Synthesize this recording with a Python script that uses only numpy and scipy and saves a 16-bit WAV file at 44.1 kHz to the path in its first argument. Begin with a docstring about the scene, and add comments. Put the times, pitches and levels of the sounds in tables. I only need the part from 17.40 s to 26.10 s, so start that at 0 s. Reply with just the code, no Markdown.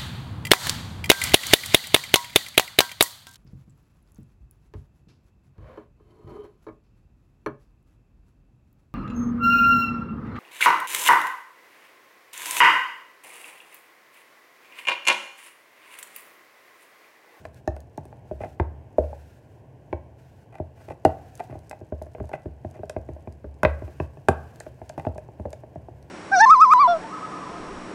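"""At a table in a small room, a hard tool stirs sticky paste in a plastic tub, right beside a phone. The tool
knocks and drags on the tub, whose walls, base and rim ring briefly while the table thumps. The paste ticks as
it tears. Behind it all are a low rumble of the room and a hiss that swells after hard blows."""
import sys
import numpy as np
from scipy import signal
from scipy.fft import rfft, irfft
from scipy.io import wavfile
from scipy.ndimage import uniform_filter1d

SR = 44100
rng = np.random.default_rng(int(sys.argv[2]) if len(sys.argv) > 2 else 0)


def int16_out(signal):
    """Quantize to a 16-bit WAV file."""
    q = np.round(np.clip(np.atleast_2d(signal).T, -1, 1) * 32767)
    wavfile.write(sys.argv[1], SR, q.astype(np.int16))


N = 383650

# Blows on the tub. Each row: start in seconds, peak of the wall in dB, table thump and edge ring
# in dB compared with the wall, favoured wall pitch in Hz.
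BLOWS = [(0.052, -26, -17, -5, 516), (0.276, -13.5, -8, -13, 560), (0.365, -31.5, -17, -11.5, 595),
         (0.578, -24.5, -7.5, -14.5, 690), (0.653, -38.5, -5.5, -12, 630), (0.727, -33.5, -26, -12, 729),
         (0.912, -19.5, -15, -23.5, 490), (1.006, -23, -14, -27, 590), (1.036, -20.5, -22, -13, 704),
         (1.055, -30.5, -8, -29, 785), (1.198, -19, 3.5, -1.5, 560), (1.583, -3.5, -18.5, -30.5, 475),
         (1.637, -27.5, -16, -16.5, 640), (1.729, -25, -27, -28.5, 610), (2.528, -19.5, -7.5, -5.5, 510),
         (3.2, -20.5, -5.5, -30, 647), (3.482, -33.5, -3, -31, 586), (3.507, -22, -19, -31, 705),
         (3.651, -0.5, -19.5, -14.5, 660), (4.004, -21, -41, -25, 890), (4.097, -39.5, 4.5, -12, 690),
         (4.126, -30, -7, -15, 600), (4.153, -28.5, -10, -31, 580), (4.311, -27.5, -28, -0.5, 715),
         (4.329, -29.5, -35, -8, 805), (4.412, -34, -2.5, -20, 670), (4.522, -23.5, -2, -18, 554),
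         (4.616, -27.5, -12, -19, 640), (4.665, -34, -16, -16, 587), (4.749, -28, -25, -10.5, 600),
         (4.782, -38, -1, -8.5, 487), (4.801, -26, 0, -13, 603), (4.84, -32.5, -7, -18, 585),
         (4.893, -31.5, -31, -11.5, 825), (4.915, -27.5, -25, -16, 613), (4.935, -20.5, -15.5, -5.5, 860),
         (5.057, -29, 3, -16.5, 520), (5.247, -25.5, -3, -15, 706), (5.359, -38.5, -4, -20, 676),
         (5.392, -31.5, -2.5, -21, 614), (5.433, -23, -12.5, -17.5, 597), (5.497, -24, -28, -4.5, 590),
         (5.564, -19, -8.5, -14.5, 490), (5.688, -28.5, -1, -15.5, 586), (5.764, -33, -22, -22, 590),
         (5.873, -29, -3.5, -13, 594), (6.043, -32, -1, -11.5, 505), (6.232, -12, -7.5, 3, 650),
         (6.25, -3, -15.5, -2.5, 560), (6.42, -31, 0, -15, 613), (6.478, -33.5, -7, -11.5, 600),
         (6.6, -18.5, -3.5, -3.5, 713), (6.771, -38.5, -2.5, -14, 640), (6.885, -4, -12.5, -3.5, 660),
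         (7.205, -29.5, -37, -3.5, 617), (7.265, -29, -13, -10.5, 630), (7.416, -27, -15, -17, 556),
         (7.497, -29.5, -38, -5, 590), (7.578, -22.5, -8, -13, 784), (7.65, -25, -21, -9, 689),
         (7.667, -15, -7.5, -19, 630), (7.757, -30.5, -12, -27, 647), (7.781, -24.5, -39.5, -11.5, 617),
         (7.887, -33, -15, -23, 660), (7.997, -29, 1.5, -19.5, 630), (8.054, -19, -12.5, -22, 583),
         (8.131, -27, -32, -11.5, 640), (8.235, -32, -15.5, -16, 610), (8.357, -28.5, -6.5, -18.5, 597),
         (8.485, -29, -16, -26, 450)]
# The tones each part of the tub rings with. Each row: pitch in Hz, level in dB, seconds to fade 60 dB.
BASE_TONES = [(225.8, -4.5, 0.038), (278.4, -6, 0.027), (325, 1.5, 0.029), (368.2, -8.5, 0.04)]
WALL_TONES = [(472, 6.5, 0.0094), (527, -5, 0.043), (583, -7, 0.021), (603.3, 4, 0.025), (645, 4.5, 0.027),
              (726, -2, 0.029), (784, -2.5, 0.048)]
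CORNER_TONES = [(860, -7.5, 0.031), (1003, -9.5, 0.028), (1073, -13, 0.043), (1380, -22.5, 0.0016)]
RIM_TONES = [(1588, 1.5, 0.037), (1672, 11.5, 0.02), (1970, 7, 0.016), (2270, -8.5, 0.002),
             (2454, 3, 0.019), (2638, -8.5, 0.034)]


def undb(db):
    """Turns decibels into a gain."""
    return 10 ** (np.asarray(db) / 20)


def band(x, hz, octaves):
    """Keeps a band of pitches around hz."""
    edges = np.clip(hz * 2 ** (np.array([-octaves, octaves]) / 2), 20, .45 * SR)
    return signal.sosfilt(signal.butter(2, edges, "band", fs=SR, output="sos"), x)


def coloured(points):
    """Noise of strength 1, shaped by (Hz, dB) points."""
    hz, db = np.transpose(points)
    log_hz = np.log(np.arange(1, N // 2 + 2) * SR / N)
    shape = undb(np.interp(log_hz, np.log(hz), db))
    noise = irfft(rfft(rng.standard_normal(N)) * shape, N)
    return noise / np.sqrt(np.mean(noise ** 2))


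def wander(rate):
    """Glides to a new random value, rate times a second."""
    hold = int(SR / rate)
    steps = np.repeat(rng.standard_normal(N // hold + 1), hold)
    return uniform_filter1d(uniform_filter1d(steps, hold), hold)[:N]


def add(out, start_s, x):
    """Mixes x into out from start_s on."""
    i = int(start_s * SR)
    out[i:i + len(x)] += x[:N - i]


def spans(rows, fade_s):
    """A gain that is up from the start to the end of each row."""
    gain = np.zeros(N)
    for start, end, db in rows:
        gain[int(start * SR):int(end * SR)] += undb(db)
    return uniform_filter1d(gain, int(fade_s * SR))


def blows_per_s(window_s):
    """How thick the blows come, averaged over window_s."""
    blows = np.zeros(N)
    blows[(np.transpose(BLOWS)[0] * SR).astype(int)] = SR
    return uniform_filter1d(blows, int(window_s * SR))


def rumble(level_db=-49, waver_db=1.46):
    """The low, gently wavering rumble of the room."""
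    # Each row: pitch in Hz, relative level in dB.
    colour = [(15, -41), (40, -10.5), (65, -3.5), (124, 5.5), (183, -10), (310, -10.5), (670, -13),
              (1070, -23.5), (1310, -42.5), (1650, -31.5), (3200, -40.5), (4200, -90)]
    return undb(level_db + waver_db * wander(4.4)) * coloured(colour)


def hiss(steady_db=-73, busy_db=-104, hard_blow_db=-6, flicker_db=3):
    """Steady hiss, plus a flickering rise after hard blows and while the paste is worked."""
    # Each row: pitch in Hz, relative level in dB.
    colour = [(900, -29.5), (1400, 8.5), (1620, 10), (2050, 0), (2600, 4), (3400, -4), (6000, -4.5),
              (10000, -8), (15000, -3.5)]
    # Swells as the paste is worked. Each row: start and end in seconds, level in dB.
    swells = [(0, .07, -65), (.14, .2, -64), (.86, .96, -76), (1.0, 1.14, -70.5), (2.78, 3.04, -72),
              (3.36, 3.52, -67), (7.45, 7.68, -75), (8.1, 8.21, -77), (8.55, 8.7, -78)]
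    # Two overlapping swells follow a hard blow. Each row: length in seconds, level in dB.
    steps = [(0.409, -68), (.62, -79)]
    hard_starts = [start for start, wall_db, *_ in BLOWS if wall_db > hard_blow_db]
    after = [(start, start + length, db) for start in hard_starts for length, db in steps]
    rise = spans(swells + after, fade_s=.025) + undb(busy_db) * blows_per_s(0.14)
    flicker = undb(flicker_db * wander(70))
    return (undb(steady_db) + rise * flicker) * coloured(colour)


def room_echo(x, onset_s=0.00082):
    """The echo of a small room; each band of pitches fades at its own speed."""
    # Each row: centre pitch in Hz, seconds to fade 60 dB, relative level in dB.
    bands = [(100, 0.72, -24.5), (286, 0.14, -8.5), (770, 0.34, -12.5), (1240, 0.73, -23), (2620, 0.24, -7),
             (8000, 0.13, 1.5)]
    t = np.arange(int(.6 * SR)) / SR
    tail = sum(undb(db - 60 * t / fade_s) * band(rng.standard_normal(len(t)), hz, 1.8) / np.sqrt(hz)
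               for hz, fade_s, db in bands)
    return signal.fftconvolve(x, tail * np.minimum(t / onset_s, 1))[:N]


def ring(tones, place, detune=0.041, scatter_db=4, swell_cycles=0.95):
    """One struck part rings, with peak 1; the random place of the blow shifts each of its tones."""
    hz, db, fade_s = np.transpose(tones)[:, :, None]
    pitch_shift, level_shift, phase = place[:, :len(tones), None]
    t = np.arange(int(1.2 * fade_s.max() * SR)) / SR
    hz = hz * (1 + detune * pitch_shift)
    swell = 1 - np.exp(-(t * hz / swell_cycles) ** 2)  # low tones build up later
    fade = undb(db + scatter_db * level_shift - 60 * t / fade_s)
    sound = np.sum(fade * swell * np.sin(2 * np.pi * hz * t + phase), axis=0)
    return sound / np.abs(sound).max()


def stirring(touch_db=-52, crackle_db=-82, pop_db=-44, burst_s=0.0012, spread_db=0.5):
    """Faint touches on the tub, paste crackle that grows where blows come thick, and lower pops."""
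    def pulses(per_s):
        hits = rng.random(N) < per_s / SR
        return hits * undb(spread_db * np.minimum(rng.exponential(size=N), 3))
    touches = signal.fftconvolve(pulses(14), ring(BASE_TONES + WALL_TONES, rng.standard_normal((3, 12))))
    tears = pulses(60) * blows_per_s(0.29)
    bursts = signal.lfilter([1], [1, -np.exp(-1 / (burst_s * SR))], tears)  # each pulse dies away
    crackle = band(bursts * rng.standard_normal(N), hz=6500, octaves=1.44)
    pops = band(pulses(25), hz=2200, octaves=0.52)
    return undb(touch_db) * touches[:N] + undb(crackle_db) * crackle + undb(pop_db) * pops


def drags(slips_per_s=350, spread_db=4.5, wall_db=-3.0, rim_db=-11, fizz_db=-6):
    """The tool sticks and slips along the wall; the uneven slips fizz and ring wall, corner and rim."""
    # Each row: start and end in seconds, level in dB.
    strokes = [(1.003, 1.07, -40.5), (3.11, 3.19, -50), (3.37, 3.42, -50), (3.48, 3.525, -42),
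               (3.995, 4.015, -31.5), (4.1, 4.16, -50.5), (4.93, 4.955, -33), (5.33, 5.38, -50),
               (7.575, 7.6, -37.5)]
    slips = (rng.random(N) < slips_per_s / SR) * undb(spread_db * rng.standard_normal(N))
    slips *= np.sign(rng.random(N) - .5)
    slips *= spans(strokes, fade_s=0.002) / np.sqrt(slips_per_s / 500)
    wall_place, rim_place = rng.standard_normal((2, 3, 12))
    tub = undb(wall_db) * ring(WALL_TONES + CORNER_TONES, wall_place)
    tub[:800] += undb(rim_db) * ring(RIM_TONES, rim_place)[:800]
    return signal.fftconvolve(slips, tub)[:N] + undb(fizz_db) * band(slips, hz=5000, octaves=2.5)


def ticks(decay_s=0.0011):
    """The tool tip and the tearing paste make short, bright cracks."""
    # Each row: start in seconds, peak in dB, centre pitch in Hz.
    cracks = [(0.053, -43.5, 4350), (0.1446, -45.5, 7360), (0.2762, -31, 5640), (0.3645, -41, 6450),
              (0.4043, -39.5, 9600), (0.5755, -38, 8450), (0.654, -41.5, 9140), (1.5848, -44, 5800),
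              (3.6502, -20, 5730), (3.9538, -34.5, 8000), (3.976, -39, 5760), (3.995, -45, 7500),
              (4.1907, -43.5, 7300), (4.296, -30.5, 9300), (4.312, -38, 6000), (4.04, -47, 7500),
              (4.6226, -37, 8260), (4.892, -42, 7150), (5.311, -45.5, 6200), (5.4963, -27.5, 5230),
              (5.9244, -46.5, 5960), (6.2322, -23, 7600), (6.8862, -18, 6200), (7.159, -43, 6800),
              (7.202, -26.5, 4350), (7.494, -29.5, 5070), (7.579, -40, 6900), (7.779, -40.5, 5050),
              (8.105, -38.5, 7060), (8.1296, -35.5, 4430), (8.627, -47, 7000)]
    out = np.zeros(N)
    t = np.arange(600) / SR
    for start, db, hz in cracks:
        crack = band(rng.standard_normal(len(t)) * np.exp(-t / decay_s), hz, octaves=1.96)
        add(out, start, crack / np.abs(crack).max() * undb(db))
    return out


def favour(tones, hz, loss_db):
    """Weakens tones far from hz; one an octave away loses loss_db."""
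    return [(pitch, db - loss_db * np.log2(pitch / hz) ** 2, fade_s) for pitch, db, fade_s in tones]


def knocks(clack_db=-17.5, clack_s=0.0023):
    """Each blow of the tool clacks, rings every part of the tub and thumps the table."""
    # The table's low tones. Each row: pitch in Hz, level in dB, seconds to fade 60 dB.
    table_tones = [(71.6, -3.5, 0.46), (87.5, 2, 0.13), (138, 2, 0.1)]
    out = np.zeros(N)
    places = rng.standard_normal((len(BLOWS), 5, 3, 10))
    bursts = rng.standard_normal((len(BLOWS), 900)) * np.exp(-np.arange(900) / SR / clack_s)
    clacks = band(bursts, hz=2260, octaves=1.45)
    for (start, wall_db, thump_db, edge_db, hz), part_places, clack in zip(BLOWS, places, clacks):
        # Each part: its tones, its level in dB compared with the wall.
        parts = [(favour(table_tones, .16 * hz, loss_db=29.5), thump_db),  # pitch follows the wall
                 (BASE_TONES, 1.5 + 0.67 * thump_db),
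                 (favour(WALL_TONES, hz, loss_db=45), 0),
                 (CORNER_TONES, edge_db + 1.5 + 0.51 * thump_db),  # heavy thumps favour the corner
                 (RIM_TONES, edge_db - 3.17)]
        for (tones, db), place in zip(parts, part_places):
            add(out, start, ring(tones, place) * undb(wall_db + db))
        add(out, start, clack / np.abs(clack).max() * undb(wall_db + edge_db + clack_db))
    return out


def scene():
    """Tub and paste, their echo, the room's rumble and the hiss, in mono."""
    near = knocks() + ticks() + drags() + stirring()
    return (near + room_echo(near) + rumble() + hiss())[None]


def record(dry, top_hz=16100):
    """The phone loses the deepest bass, dulls the treble, clips anything too loud and cuts the top."""
    mic = signal.sosfilt(signal.butter(2, [48, 11500], "band", fs=SR, output="sos"), dry)
    clipped = np.clip(mic, -.98, .98)
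    return signal.sosfilt(signal.ellip(8, .2, 70, top_hz, fs=SR, output="sos"), clipped)


dry = scene()
out = record(dry)
int16_out(out)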